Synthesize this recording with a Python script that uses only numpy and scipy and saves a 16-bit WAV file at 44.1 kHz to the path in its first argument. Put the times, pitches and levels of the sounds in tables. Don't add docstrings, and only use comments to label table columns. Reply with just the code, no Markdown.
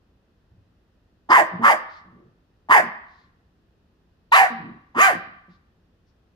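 import sys
import numpy as np
from scipy import signal
from scipy.fft import rfft, irfft, next_fast_len
from scipy.io import wavfile
from scipy.ndimage import uniform_filter1d, minimum_filter1d

SR = 44100
rng = np.random.default_rng(int(sys.argv[2]) if len(sys.argv) > 2 else 0)


def transcribe(signal):
    frames = np.atleast_2d(signal).T
    limited = np.clip(frames, -1, 1)
    pcm = np.round(limited * 32767).astype(np.int16)
    wavfile.write(sys.argv[1], SR, pcm)


N = 280035
BAND_EDGE_HZ = 15550


def amp(db):
    return 10 ** (np.asarray(db) / 20)


def unit_rms(x):
    return x / np.sqrt(np.mean(x ** 2) + 1e-20)


def steadied(x, size=700):
    return x / np.sqrt(abs(uniform_filter1d(uniform_filter1d(x ** 2, size), size)) + 1e-12)


def ease(u):
    return (1 - np.cos(np.pi * np.clip(u, 0, 1))) / 2


def curve_at(points, hz):
    freqs, values = np.transpose(points)
    return np.interp(np.log(hz + 1), np.log(freqs + 1), values)


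def coloured(x, points, size=2048):
    log_gain = np.log(amp(curve_at(points, abs(np.fft.fftfreq(size, 1 / SR)))))
    taps = np.fft.ifft(np.exp(np.conj(signal.hilbert(log_gain)))).real
    return signal.oaconvolve(x, taps)[:len(x)]


def butter(x, hz, kind, order=2):
    return signal.sosfilt(signal.butter(order, hz, kind, fs=SR, output="sos"), x)


def resonate(x, hz, width_hz):
    carrier = np.exp(2j * np.pi * np.cumsum(hz * np.ones(len(x))) / SR)
    pole = np.exp(-np.pi * width_hz / SR)
    return 2 * (carrier * signal.lfilter([1 - pole], [1, -pole], x / carrier + 1e-18)).real


def band(x, hz, width_hz):
    return resonate(resonate(x, hz, width_hz), hz, width_hz)


def noise(count):
    return rng.standard_normal(SR)[:count]


def wobble(count, hz):
    return unit_rms(butter(noise(count), hz, "low"))


def noise_pair(count, likeness):
    left, other = rfft(rng.standard_normal((2, count)))
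    same = np.clip(curve_at(likeness, np.fft.rfftfreq(count, 1 / SR)), -1, 1)
    return irfft(np.array([left, same * left + np.sqrt(1 - same ** 2) * other]), count)


# (frequency [Hz], relative level [dB])
TONE_SPECTRUM = [(15, -34.5), (25, -12.5), (55, -4), (104, -7), (136, -13), (169, -8.5), (227, -13),
                 (340, -16), (826, -26), (1850, -30), (2300, -38.5), (2490, -32.5), (5280, -40.5),
                 (8130, -52.5), (15500, -52)]
# (frequency [Hz], correlation [-1..1])
TONE_LIKENESS = [(60, 0.96), (150, 0.94), (380, 0.83), (950, 0.16), (2380, 0.07), (5980, 0.02),
                 (15000, -0.02)]


def room_tone(level_db=-62.5):
    spectrum = amp(curve_at(TONE_SPECTRUM, np.fft.rfftfreq(N, 1 / SR)))
    return amp(level_db) * unit_rms(irfft(rfft(noise_pair(N, TONE_LIKENESS)) * spectrum, N))


# (time [s], level [dB], centre [Hz], width [Hz], rise [s])
PAW_FALLS = [(0.51, -57, 79, 60, 0.015), (0.567, -59.5, 69.4, 60, 0.016), (2.042, -56, 149.1, 215.4, 0.023),
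             (2.102, -56, 170, 200, .02), (2.15, -58.5, 320.2, 260, 0.037),
             (2.224, -56.5, 136.8, 89.7, 0.015), (4.63, -45.5, 248, 110, 0.033),
             (5.06, -59, 50.6, 45.87, .02), (5.329, -72, 67.5, 69.6, 0.016)]


def paw(level_db, hz, width_hz, rise_s):
    age = np.arange(SR // 4) / SR / rise_s
    return amp(level_db) * unit_rms(band(noise(len(age)), hz, width_hz)) * age * np.exp(1 - age)


def vocal_folds(cycles, hz, rough, puff_cycles=.31):
    beat = 1 + rough * (.45 * wobble(len(hz), 300) + .45 * np.cos(np.pi * cycles))
    harmonics = sum(np.cos(2 * np.pi * k * cycles) * (k * hz < BAND_EDGE_HZ) for k in range(2, 40))
    puffs = (.4 + np.exp(-(cycles % 1) / puff_cycles)) * noise(len(hz))
    return (1 - rough) * unit_rms(beat * harmonics) + rough * unit_rms(puffs)


def jaw(t, open_hz, held_s, closing_s, opening_s=.03, ajar=.72, shut_hz=585):
    opening = ajar + (1 - ajar) * np.sin(np.pi / 2 * np.minimum(t / opening_s, 1))
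    return shut_hz + (open_hz * opening - shut_hz) * np.exp(-np.maximum(t - held_s, 0) / closing_s)


def mouth_ring(drive, mouth_hz, whistling, waver=.025):
    ring = resonate(resonate(drive, mouth_hz, width_hz=520), mouth_hz, width_hz=300)
    ring = steadied(butter(ring, 540, "high", order=8))
    whistle_hz = mouth_hz * (1 + waver * wobble(len(drive), 150))
    whistle = np.sqrt(2) * np.sin(2 * np.pi * np.cumsum(whistle_hz) / SR)
    return np.sqrt(1 - whistling) * ring + np.sqrt(whistling) * whistle


# (frequency [Hz], relative level [dB])
THROAT_SPECTRUM = [(900, -52), (1300, -5.5), (1550, -3.5), (1800, 4), (2000, 0), (2200, -13), (2600, -17.5),
                   (4000, -53.5)]


def throat_ring(drive):
    return steadied(coloured(drive, THROAT_SPECTRUM))


# (centre [Hz], width [Hz], relative level [dB])
MUZZLE_MODES = [(2380, 460, 16), (2940, 770, 7), (3520, 120, -22), (4933, 550, -2.5), (5720, 430, -3),
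                (7630, 1300, -12), (8300, 400, -31.5), (10300, 3700, -10.5), (12195, 210, -3.5),
                (14730, 1200, -14.5)]


def muzzle_rasp(drive, nasal):
    airy = drive + .7 * butter(noise(len(drive)), 4200, "high")
    rasp = sum((-1) ** k * amp(db) * resonate(airy, hz, width_hz)
               for k, (hz, width_hz, db) in enumerate(MUZZLE_MODES))
    notched = rasp - nasal * resonate(rasp, hz=3900, width_hz=600)
    return steadied(butter(notched, 1900, "high", order=4))


def yelp_gain(progress, hz, level_db, yelp_hz=730, width_hz=120):
    swell_db = np.interp(progress, [0, .67, 1], [-16, 0, -21.5])
    return amp(level_db + swell_db) * np.exp(-((hz - yelp_hz) / width_hz) ** 2)


# (time [s], length [s], attack [s], release [s],
#   base levels of mouth [dB], throat [dB], rasp [dB], fundamental [dB], yelp [dB],
#   first pitch [Hz], top pitch [Hz], last pitch [Hz], climb [s], sink [s],
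#   open mouth [Hz], jaw held [s], jaw closing [s],
#   roughness in the climb [0..1], roughness after it [0..1], whistle share [0..1])
TERRIER_BARKS = [ (1.288, .146, 0.031, 0.033, -8, -18.5, -28.5, -34.5, -27, 231.1, 530, 299.2, .040, .088, 1078, .078, 0.018, 0.4, 0.49, 0.2),
                 (1.614, .140, 0.039, 0.032, -11, -21.5, -29, -41.5, -15, 240.6, 567.6, 288.7, .048, .075, 1152, .074, 0.023, 0.75, 0.65, .4),
                 (2.686, 0.13, 0.029, 0.034, -10, -16, -26, -36.5, -35.5, 219.5, 479.1, 305, .055, 0.083, 1080, .054, 0.03, .65, 0.69, 0.43),
                 (4.316, 0.16, 0.0084, 0.083, -11, -18.5, -22.5, -49, -13, 449.3, 776.6, 631, .052, .058, 1184, .034, .085, 0.2, 0.68, 1),
                 (4.944, .214, 0.058, 0.11, -13.5, -19, -22.5, -32, -20.5, 194.7, 784.1, 244.7, .092, .104, 1167, 0.14, 0.022, .15, 0.46, 0.87)]


def bark(length, attack_s, release_s, mouth_db, throat_db, rasp_db, fundamental_db, yelp_db,
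         first_hz, top_hz, last_hz, climb_s, sink_s, open_hz, held_s, closing_s,
         climb_rough, top_rough, whistle_share):
    drift, jitter_cycles, flutter_depth = .012, .042, .63
    mouth_sag_db_per_s, fundamental_sag_db_per_s = 117.5, 30.5
    throat_lag_s, whistle_lag_s, chest_hz = .0023, .016, 280
    t = np.arange(0, length, 1 / SR)
    count = len(t)

    sinking = np.maximum(1 + (t - length) / sink_s, 0) ** 1.2
    hz = first_hz + (top_hz - first_hz) * ease(t / climb_s) + (last_hz - top_hz) * ease(sinking)
    rough = climb_rough + (top_rough - climb_rough) * ease(2 * t / climb_s - 1)
    cycles = np.cumsum(hz * (1 + drift * wobble(count, 70))) / SR
    cycles += jitter_cycles * rough * wobble(count, 200)
    drive = vocal_folds(cycles, hz, rough)

    off_peak = (t - attack_s - whistle_lag_s) / (.0069 + .3 * attack_s)
    whistling = np.maximum(whistle_share * np.exp(-off_peak ** 2), .15)
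    mouth = mouth_ring(drive, jaw(t, open_hz, held_s, closing_s), whistling)
    slack = np.clip((700 - hz) / 120, 0, 1)
    rasp = muzzle_rasp(drive, slack)
    flutter = 1 + flutter_depth * slack * wobble(count, 160)
    fundamental = np.sqrt(2) * flutter * np.sin(2 * np.pi * cycles)

    onset = np.maximum(1 - t / attack_s, 0) ** 1.3
    throat_onset = np.maximum(1 - t / (attack_s + throat_lag_s), 0) ** 1.3
    release = np.maximum(1 + (t - length) / release_s, 0)
    octaves_down = np.log2(top_hz / hz)
    sag_db = mouth_sag_db_per_s * np.maximum(t - attack_s, 0)
    mouth_gain = amp(mouth_db - 30.5 * onset - sag_db - 9 * release ** 2)
    throat_gain = amp(throat_db - 34.5 * throat_onset - 6 * octaves_down - 10 * release)
    rasp_gain = amp(rasp_db - 34.5 * onset - 4 * octaves_down - 22 * release)
    low_gain = amp(fundamental_db + 2.5 * onset - fundamental_sag_db_per_s * t - 3.5 * release)
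    low_gain *= ease(t / (.45 * attack_s)) * amp(10.5 * np.minimum(np.log2(hz / chest_hz), 0))
    low_gain += yelp_gain(t / length, hz, yelp_db)

    voice = low_gain * fundamental + mouth_gain * mouth
    voice += throat_gain * throat_ring(drive) + rasp_gain * rasp
    return butter(voice * signal.windows.tukey(count, .03), 120, "high", order=4)


# (time [s], length [s], level [dB], centre [Hz])
TEETH_HISSES = [(1.293, 0.051, -34.5, 4900), (1.698, 0.037, -38, 4870), (4.31, 0.072, -30, 3850),
                (5.006, 0.023, -26, 6720)]


def teeth_hiss(length, level_db, hz, width_hz=950):
    count = int(length * SR)
    return amp(level_db) * unit_rms(band(noise(count), hz, width_hz)) * signal.windows.tukey(count, .9)


# (time [s], length [s], level [dB], first pitch [Hz], last pitch [Hz])
LOW_GRUMBLES = [(1.515, 0.073, -37.5, 192.3, 152.3), (1.587, .055, -30, 184.5, 252.8),
                (2.818, 0.07, -40, 310, 127.4), (4.497, 0.068, -38, 258.5, 196),
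                (4.580, 0.095, -40, 170, 135.6), (4.695, 0.045, -51, 129, 124),
                (5.140, 0.065, -47, 226, 138), (5.255, 0.064, -54.5, 211, 179),
                (5.478, 0.037, -51, 184, 162)]


def grumble(length, level_db, first_hz, last_hz, jitter=.075):
    progress = np.arange(0, length, 1 / SR) / length
    count = len(progress)
    hz = first_hz * (last_hz / first_hz) ** progress
    phase = 2 * np.pi * np.cumsum(hz * (1 + jitter * wobble(count, 90))) / SR
    overtones = sum(amp(-11 - 8 * k) * np.sin((k + 2) * phase) for k in range(5))
    flutter = 1 + .45 * wobble(count, 80)
    voice = unit_rms((np.sin(phase) + overtones) * flutter)
    swell = amp(level_db + np.interp(progress, [0, .33, 1], [-8.5, 0, -15]))
    return butter(swell * voice * signal.windows.tukey(count, .2), 110, "high", order=4)


# (time [s], length [s], level [dB], centre [Hz])
NOSE_SNIFFS = [(1.861, 0.17, -60.5, 4200), (3.012, 0.31, -69.5, 4100), (5.475, 0.11, -70, 4070),
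               (6.052, .07, -77, 5000)]


def sniff(length, level_db, hz, width_hz=2200):
    count = int(length * SR)
    hiss = butter(band(noise(count), hz, width_hz), 5700, "low", order=3)
    return amp(level_db) * unit_rms(hiss) * signal.windows.tukey(count, .8)


# (left delay [s], right delay [s], gain [ratio])
NEAR_ECHOES = [(.0021, 0.0012, -0.043), (.0047, .0042, -0.13), (.0083, .0089, .22), (0.0109, 0.026, 0.29)]
# (frequency [Hz], gain [dB])
RIGHT_MIC_SHADE = [(300, 1), (1100, 0), (2200, 4.5), (4400, -10), (8000, -12.5), (15000, -15)]


def near_paths(dog, right_lag_s=.00017, gain_db=1.5):
    size = next_fast_len(N + SR // 10)
    phase_per_s = -2j * np.pi * np.fft.rfftfreq(size, 1 / SR)
    to_left = 1 + sum(gain * np.exp(phase_per_s * s) for s, _, gain in NEAR_ECHOES)
    to_right = np.exp(phase_per_s * right_lag_s)
    to_right += sum(gain * np.exp(phase_per_s * s) for _, s, gain in NEAR_ECHOES)
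    left, right = irfft(rfft(dog, size) * np.array([to_left, to_right]), size)[:, :N]
    return amp(gain_db) * np.array([left, coloured(right, RIGHT_MIC_SHADE)])


# (frequency [Hz], time to fall 60 dB [s])
RING_DECAY = [(150, 0.58), (500, .45), (1100, 0.76), (2000, 0.68), (4000, 0.67), (5200, 0.47), (7000, 0.17),
              (14000, 0.3)]
# (frequency [Hz], gain [dB])
RING_COLOUR = [(150, 5), (450, 2), (700, -4), (900, -7.5), (1120, -4.5), (1400, -2), (1850, -3), (3000, -6),
               (5000, -5), (8000, 1.5), (15000, -5)]
# (frequency [Hz], correlation [-1..1])
RING_LIKENESS = [(160, 1), (230, .96), (350, .8), (700, .4), (1300, -.1), (2200, -.3), (5000, 0)]


def room_ring(dog, early_db=-6, late_db=-10, note_db=-30, early_t60_s=.14, note_t60_s=.67,
              gap_s=.0099, build_s=.0027):
    hz, frame_s, frames = signal.stft(noise_pair(SR, RING_LIKENESS), SR, nperseg=256)
    decay = amp(-60 * frame_s / curve_at(RING_DECAY, hz)[:, None])
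    late = signal.istft(frames * decay, SR, nperseg=256)[1][:, :SR]
    t = np.arange(SR) / SR
    early = noise_pair(SR, RING_LIKENESS) * amp(-60 * t / early_t60_s)
    note = np.array([band(mic, hz=1145, width_hz=70) for mic in noise_pair(SR, RING_LIKENESS)])
    note *= amp(-60 * t / note_t60_s)
    onset = np.clip((t - gap_s) / build_s, 0, 1)
    tail = sum(amp(db) * unit_rms(part * onset)
               for db, part in [(early_db, early), (late_db, late), (note_db, note)])
    return signal.fftconvolve(coloured(dog, RING_COLOUR)[None], tail / np.sqrt(SR), axes=1)[:, :N]


def scene():
    dog = np.zeros(N)
    for source, events in [(paw, PAW_FALLS), (bark, TERRIER_BARKS), (teeth_hiss, TEETH_HISSES),
                           (grumble, LOW_GRUMBLES), (sniff, NOSE_SNIFFS)]:
        for start_s, *settings in events:
            start = round(start_s * SR)
            sound = source(*settings)[:N - start]
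            dog[start:start + len(sound)] += sound
    return near_paths(dog) + room_ring(dog) + room_tone()


def record(dry, ceiling=.97, window=265):
    allowed_gain = np.minimum(1, ceiling / (abs(dry).max(0) + 1e-9))
    limited = dry * uniform_filter1d(minimum_filter1d(allowed_gain, window), window)
    low_pass = signal.firwin(511, BAND_EDGE_HZ, window=("kaiser", 9), fs=SR)
    return signal.oaconvolve(limited, low_pass[None], "same")


dry = scene()
out = record(dry)
transcribe(out)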